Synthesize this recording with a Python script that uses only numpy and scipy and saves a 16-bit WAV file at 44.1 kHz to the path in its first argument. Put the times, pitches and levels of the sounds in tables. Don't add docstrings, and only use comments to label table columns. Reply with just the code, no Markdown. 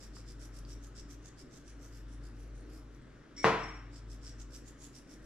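import sys
import numpy as np
from scipy import signal
from scipy.fft import rfft, irfft
from scipy.io import wavfile
from scipy.ndimage import uniform_filter1d

SR = 44100
rng = np.random.default_rng(int(sys.argv[2]) if len(sys.argv) > 2 else 0)


def log_audio(samples):
    frames = np.atleast_2d(samples).T
    limited = np.clip(frames, -1, 1)
    pcm = np.round(limited * 32767).astype(np.int16)
    wavfile.write(sys.argv[1], SR, pcm)


N = 231745


def gain_of(db):
    return 10 ** (np.asarray(db) / 20)


def unit_rms(x):
    return x / np.sqrt(np.mean(x ** 2) + 1e-20)


def curve_at(points, hz):
    freqs, values = np.transpose(points)
    return np.interp(np.log(hz + 1), np.log(freqs + 1), values)


def add(mix, start_s, sound):
    part = mix[..., round(start_s * SR):][..., :sound.shape[-1]]
    part += sound[..., :part.shape[-1]]


def colour(x, points):
    size = x.shape[-1]
    return irfft(rfft(x) * gain_of(curve_at(points, np.fft.rfftfreq(size, 1 / SR))), size)


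def resonate(x, hz, width_hz):
    turn = np.exp(2j * np.pi * np.cumsum(hz * np.ones(len(x))) / SR)
    pole = np.exp(-np.pi * width_hz / SR)
    return 2 * (turn * signal.lfilter([1 - pole], [1, -pole], x / turn)).real


def ring(modes, seconds):
    t = np.arange(round(seconds * SR)) / SR
    return sum((-1) ** k * gain_of(db - 60 * t / t60) * np.sin(2 * np.pi * hz * t)
               for k, (hz, db, t60) in enumerate(modes))


# (frequency [Hz], correlation [0-1])
LIKENESS = [(60, 0.98), (200, 0.91), (700, 0.65), (1300, 0.47), (2400, 0.99), (4400, 0.51), (8000, 0.017)]
def mic_pair(a, b):
    same = np.clip(curve_at(LIKENESS, np.fft.rfftfreq(len(a), 1 / SR)), -1, 1)
    right = irfft(same * rfft(a) + np.sqrt(1 - same ** 2) * rfft(b), len(a))
    return np.array([a, right])


# (frequency [Hz], relative density [dB])
RUMBLE = [(20, -2), (40, -4), (80, -10), (130, -4), (190, -7), (290, 0), (450, -9), (650, -14), (800, -35),
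          (1200, -100)]
HISS = [(440, -32), (750, -4), (950, -5), (1300, 0), (1700, -3), (2400, -11.5), (3500, -13), (4800, -16),
        (5800, -16), (8000, -24), (10000, -31), (13000, -39), (15800, -48)]
def room_tone(spectrum, db):
    hz, _, bands = signal.stft(mic_pair(*rng.standard_normal((2, N))), SR, nperseg=1024)
    patches = uniform_filter1d(rng.standard_normal(bands.shape[1:]), 12, axis=0)
    patches = unit_rms(uniform_filter1d(patches, 10, axis=1))
    bands = bands * gain_of(curve_at(spectrum, hz)[:, None] + 1.25 * patches)
    sides = signal.istft(bands, SR, nperseg=1024)[1][:, :N]
    return gain_of(db) * sides / np.std(sides.mean(0))


# (frequency [Hz], width [Hz], level [dB])
MOTOR_TONES = [(133.4, 5.5, -64.5), (247.1, 4.9, -72.5), (286.2, 2.9, -64.5), (311.8, 2.9, -68.5),
               (342.2, 3.4, -83)]
def appliances(throb_s=1.756, swell_at_s=1.542, waver_hz=1.19, flutter_db=1.4):
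    t = np.arange(N) / SR
    cycle = (t - swell_at_s) / throb_s % 1
    swell = np.abs(np.sin(np.pi * cycle ** 0.81)) ** 1.25
    throb = uniform_filter1d(swell + gain_of(-19.5), 4000)
    hum = np.zeros(N)
    for hz, db in [(49.5, -48.5), (110, -58.5)]:
        drift = waver_hz * np.cumsum(unit_rms(uniform_filter1d(rng.standard_normal(N), 4000))) / SR
        flutter = unit_rms(uniform_filter1d(uniform_filter1d(rng.standard_normal(N), 2500), 2500))
        tone = np.sqrt(2) * np.sin(2 * np.pi * (hz * t + drift))
        hum += throb * gain_of(db + flutter_db * flutter) * tone
    for hz, width, db in MOTOR_TONES:
        narrow = resonate(rng.standard_normal(N), hz, width)
        hum += gain_of(db) * unit_rms(resonate(narrow, hz, 3 * width))
    return hum


# (frequency [Hz], gain [dB])
RASP = [(900, -30), (2000, -14), (3300, -8), (4300, -8), (4900, -3), (7800, -4), (8800, -13), (15500, -42)]
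FIZZ = [(5000, -20), (8500, -4), (10000, -2), (12500, -9), (14500, -16), (16000, -20)]
def salt_stroke(length, db, hollow_hz, fizz_db, gaps_hz, hollow_width_hz=1230, fizz_lag_s=.007):
    t = np.arange(round(3 * length * SR)) / SR - length
    pressure, loosening = (np.exp(-((t - lag) / (0.68 * length) - .74) ** 2) for lag in (0, fizz_lag_s))
    clumps = gain_of(3.7 * unit_rms(uniform_filter1d(rng.standard_normal(len(t)), 150)))
    slips = rng.standard_normal((2, len(t))) * clumps
    coarse, fine = slips * gain_of(2.5 * np.minimum(rng.exponential(1, slips.shape), 5))
    closing = 1 + .05 * (t / length - .5)
    hollow = resonate(coarse, hollow_hz * closing, hollow_width_hz)
    hollow = unit_rms(resonate(hollow, hollow_hz * closing, hollow_width_hz))
    upper = unit_rms(resonate(coarse, hz=7480, width_hz=650))
    rasp = unit_rms(hollow + gain_of(-10) * upper + gain_of(3.5) * unit_rms(colour(coarse, RASP)))
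    trickle = gain_of(-17.5) * np.hanning(len(t)) ** .5
    gaps = sum(resonate(fine, hz * closing, 650) for hz in gaps_hz)
    fizz = unit_rms(colour(unit_rms(fine) + gain_of(3) * unit_rms(gaps), FIZZ))
    return gain_of(db) * (pressure * rasp + (loosening + trickle) * gain_of(fizz_db) * fizz)


# (time [s], length [s], level [dB], hollow of the pinch [Hz], fizz against rasp [dB])
STROKES = [(0.012, 0.046, -58, 5300, -15.5), (0.148, 0.049, -59, 5160, -16.5),
           (0.277, 0.043, -60, 5150, -14), (0.412, 0.052, -60, 5760, -10), (0.545, 0.047, -61.5, 5600, -10),
           (0.688, 0.053, -60.5, 5600, -14), (0.829, 0.039, -62, 6360, -12.5),
           (0.965, 0.042, -58, 5480, -22), (1.097, 0.04, -60, 5970, -14), (1.24, 0.053, -62.5, 6340, -21),
           (1.384, 0.038, -61, 5200, -14), (1.529, 0.056, -61.5, 6140, -16),
           (1.665, 0.053, -65, 6100, -11.5), (1.811, 0.067, -64, 5960, -12), (1.932, 0.064, -66, 5300, -10),
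           (2.088, 0.066, -71.5, 5700, -6.5), (2.231, 0.053, -68.5, 4870, -8.5),
           (2.37, 0.086, -73.5, 5900, -6), (2.55, 0.057, -73, 6220, -4.5),
           (2.707, 0.083, -68.5, 5170, -6.5), (2.92, 0.05, -81, 4790, -6), (3.939, 0.052, -61, 5240, -28),
           (4.102, 0.046, -62, 5490, -13.5), (4.243, 0.057, -56, 5440, -23), (4.396, 0.032, -58, 6220, -20),
           (4.527, 0.049, -57.5, 5670, -12.5), (4.663, 0.041, -61.5, 6800, -12),
           (4.809, 0.061, -59, 6850, -11.5), (4.945, 0.047, -60.5, 5600, -10),
           (5.096, 0.054, -63.5, 5800, -11), (5.236, 0.064, -69.5, 5640, -7)]
# (time [s], level [dB], pitch [Hz])
SNAPS = [(0.168, -43, 1230), (.651, -45.5, 4730), (0.731, -43, 5750), (.987, -41, 5400), (.998, -46, 5100),
         (2.948, -55, 6050), (3.022, -61, 8000), (4.259, -47, 5400), (4.267, -40, 5300), (4.279, -45, 5170)]
def salting(left_minus_right_db=-4, snap_decay_s=0.0012):
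    near, to_walls = np.zeros((2, N + SR)), np.zeros(N + SR)
    pan = gain_of([[left_minus_right_db / 2], [-left_minus_right_db / 2]])
    for s, length, db, hollow_hz, fizz_db in STROKES:
        gaps_hz = rng.uniform(8440, 12900, 3)
        mid = salt_stroke(length, db, hollow_hz, fizz_db, gaps_hz)
        side = gain_of(-1.5) * salt_stroke(length, db, hollow_hz, fizz_db, gaps_hz)
        add(near, s + 1 - length, pan * np.array([mid + side, mid - side]))
        add(to_walls, s + 1 - length, mid)
    t = np.arange(400) / SR
    envelope = np.exp(-t / snap_decay_s) * np.minimum(t / 0.0001, 1)
    for s, db, hz in SNAPS:
        snap = gain_of(db) * np.sin(2 * np.pi * hz * t) * envelope
        add(near, s + 1, snap[None])
        add(to_walls, s + 1, snap)
    return near[:, SR:] + gain_of(-5) * walls(to_walls[SR:], decay_scale=0.72)


# (frequency [Hz], unscaled 60 dB decay [s])
WALL_DECAY = [(60, 0.26), (200, 0.82), (500, 0.46), (1200, 0.72), (2500, 0.75), (5000, 0.46), (9000, 0.45),
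              (15000, 0.32)]
def walls(x, decay_scale=1):
    taps = np.zeros((2, SR))
    arrivals = np.arange(100, SR - 20, 20) + rng.integers(0, 20, (2, (SR - 101) // 20))
    np.put_along_axis(taps, arrivals, rng.choice([-1., 1.], arrivals.shape), 1)
    hz, t, bands = signal.stft(mic_pair(*taps), SR, nperseg=256)
    t60 = decay_scale * curve_at(WALL_DECAY, hz)[:, None]
    tail = signal.istft(bands * gain_of(-60 * t / t60), SR, nperseg=256)[1]
    return signal.fftconvolve(x[None], tail / np.linalg.norm(tail[0]), axes=1)[:, :N]


# (time [s], strength [dB], decay [s])
CLINKS = [(3.3645, -59.5, 0.0077), (3.376, -51.5, 0.013), (3.394, -53.5, 0.0042), (3.403, -59, 0.0058),
          (3.429, -50, 0.0068), (3.445, -71, 0.018), (3.59, -59.5, 0.028), (3.62, -66.5, 0.0065),
          (3.634, -58, 0.0069), (3.68, -61, 0.015), (3.74, -66, 0.037)]
# (frequency [Hz], relative level [dB], 60 dB decay [s])
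METAL_MODES = [(2215, -5, .08), (5190, -13, .05), (5528, 0, .08), (5612, -5, .06), (5900, -17, .05),
               (7300, -30, .06), (8540, -30, .06), (9470, -21, .08), (10670, -27, .08), (12600, -36, .06)]
def metal_clinks():
    contacts = np.zeros(N)
    for s, db, decay_s in CLINKS:
        burst = rng.standard_normal(4000) * np.exp(-np.arange(4000) / (decay_s * SR))
        add(contacts, s, gain_of(db) * burst / np.linalg.norm(burst))
    ringing = signal.fftconvolve(contacts, ring(METAL_MODES, seconds=.6))[:N]
    direct = ringing + gain_of(25.5) * colour(contacts, RASP)
    return gain_of(9.5) * direct + gain_of(8) * walls(direct)


# (time [s], strength [dB])
KNOCKS = [(3.4414, -33), (3.444, -14), (3.4635, -30.5)]
# (frequency [Hz], relative level [dB])
CRACK = [(40, -28), (120, -12.5), (300, -14), (600, -8.5), (1100, -10), (2000, -15), (3200, -24),
         (5600, -29), (9000, -45), (12000, -49.5), (15500, -80)]
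# (frequency [Hz], relative level [dB], 60 dB decay [s])
COUNTER_MODES = [(83, -20, .6), (135, -8, .5), (182, -7, .45), (310, -11, .43), (353, -14, .4),
                 (371, -13, .48), (436, -6, .34), (450, -2, .45), (511, -10, .3), (528, -8, .3),
                 (599, -12, .4), (751, -12, .45), (935, -14, .5), (976, -4, .42), (1032, -7, .5),
                 (1069, -10, .5), (1110, -13, .5), (1234, -14, .5), (1320, -16, .5), (1412, -13, .5),
                 (1567, -20, .5), (1873, -9, .2)]
def counter_knock():
    blows = np.zeros(N)
    for s, db in KNOCKS:
        blows[round(s * SR)] += gain_of(db)
    hz = np.linspace(0, SR / 2, 1025)
    power = gain_of(2 * curve_at(CRACK, hz))
    pulse = signal.minimum_phase(signal.firwin2(2047, hz, power, fs=SR))
    crack = signal.fftconvolve(blows, pulse / np.abs(pulse).max())[:N]
    shadowed = signal.sosfilt(signal.butter(2, [350, 2600], "band", fs=SR, output="sos"), crack)
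    body = signal.fftconvolve(blows, ring(COUNTER_MODES, seconds=0.93))[:N]
    return gain_of(10.5) * shadowed + gain_of(11.5) * walls(crack) + gain_of(-9.5) * body


def scene():
    room = room_tone(RUMBLE, db=-58) + room_tone(HISS, db=-66.5)
    return salting() + metal_clinks() + counter_knock() + appliances() + room


# (frequency [Hz], left minus right [dB])
MIC_BALANCE = [(60, 1.5), (110, 2), (200, 2), (380, -1), (700, 0.5), (1290, 1.5), (2380, 6.5), (4400, 0.5),
               (8120, 0), (15000, 2.5)]
def record(dry, cutoff_hz=15650):
    lean_db = curve_at(MIC_BALANCE, np.fft.rfftfreq(N, 1 / SR)) / 2
    left, right = irfft(rfft(dry) * gain_of([lean_db, -lean_db]), N)
    lowpass = signal.firwin(511, cutoff_hz, window=("kaiser", 9), fs=SR)
    return signal.oaconvolve(np.array([np.roll(left, 2), right]), lowpass[None], "same")


dry = scene()
out = record(dry)
log_audio(out)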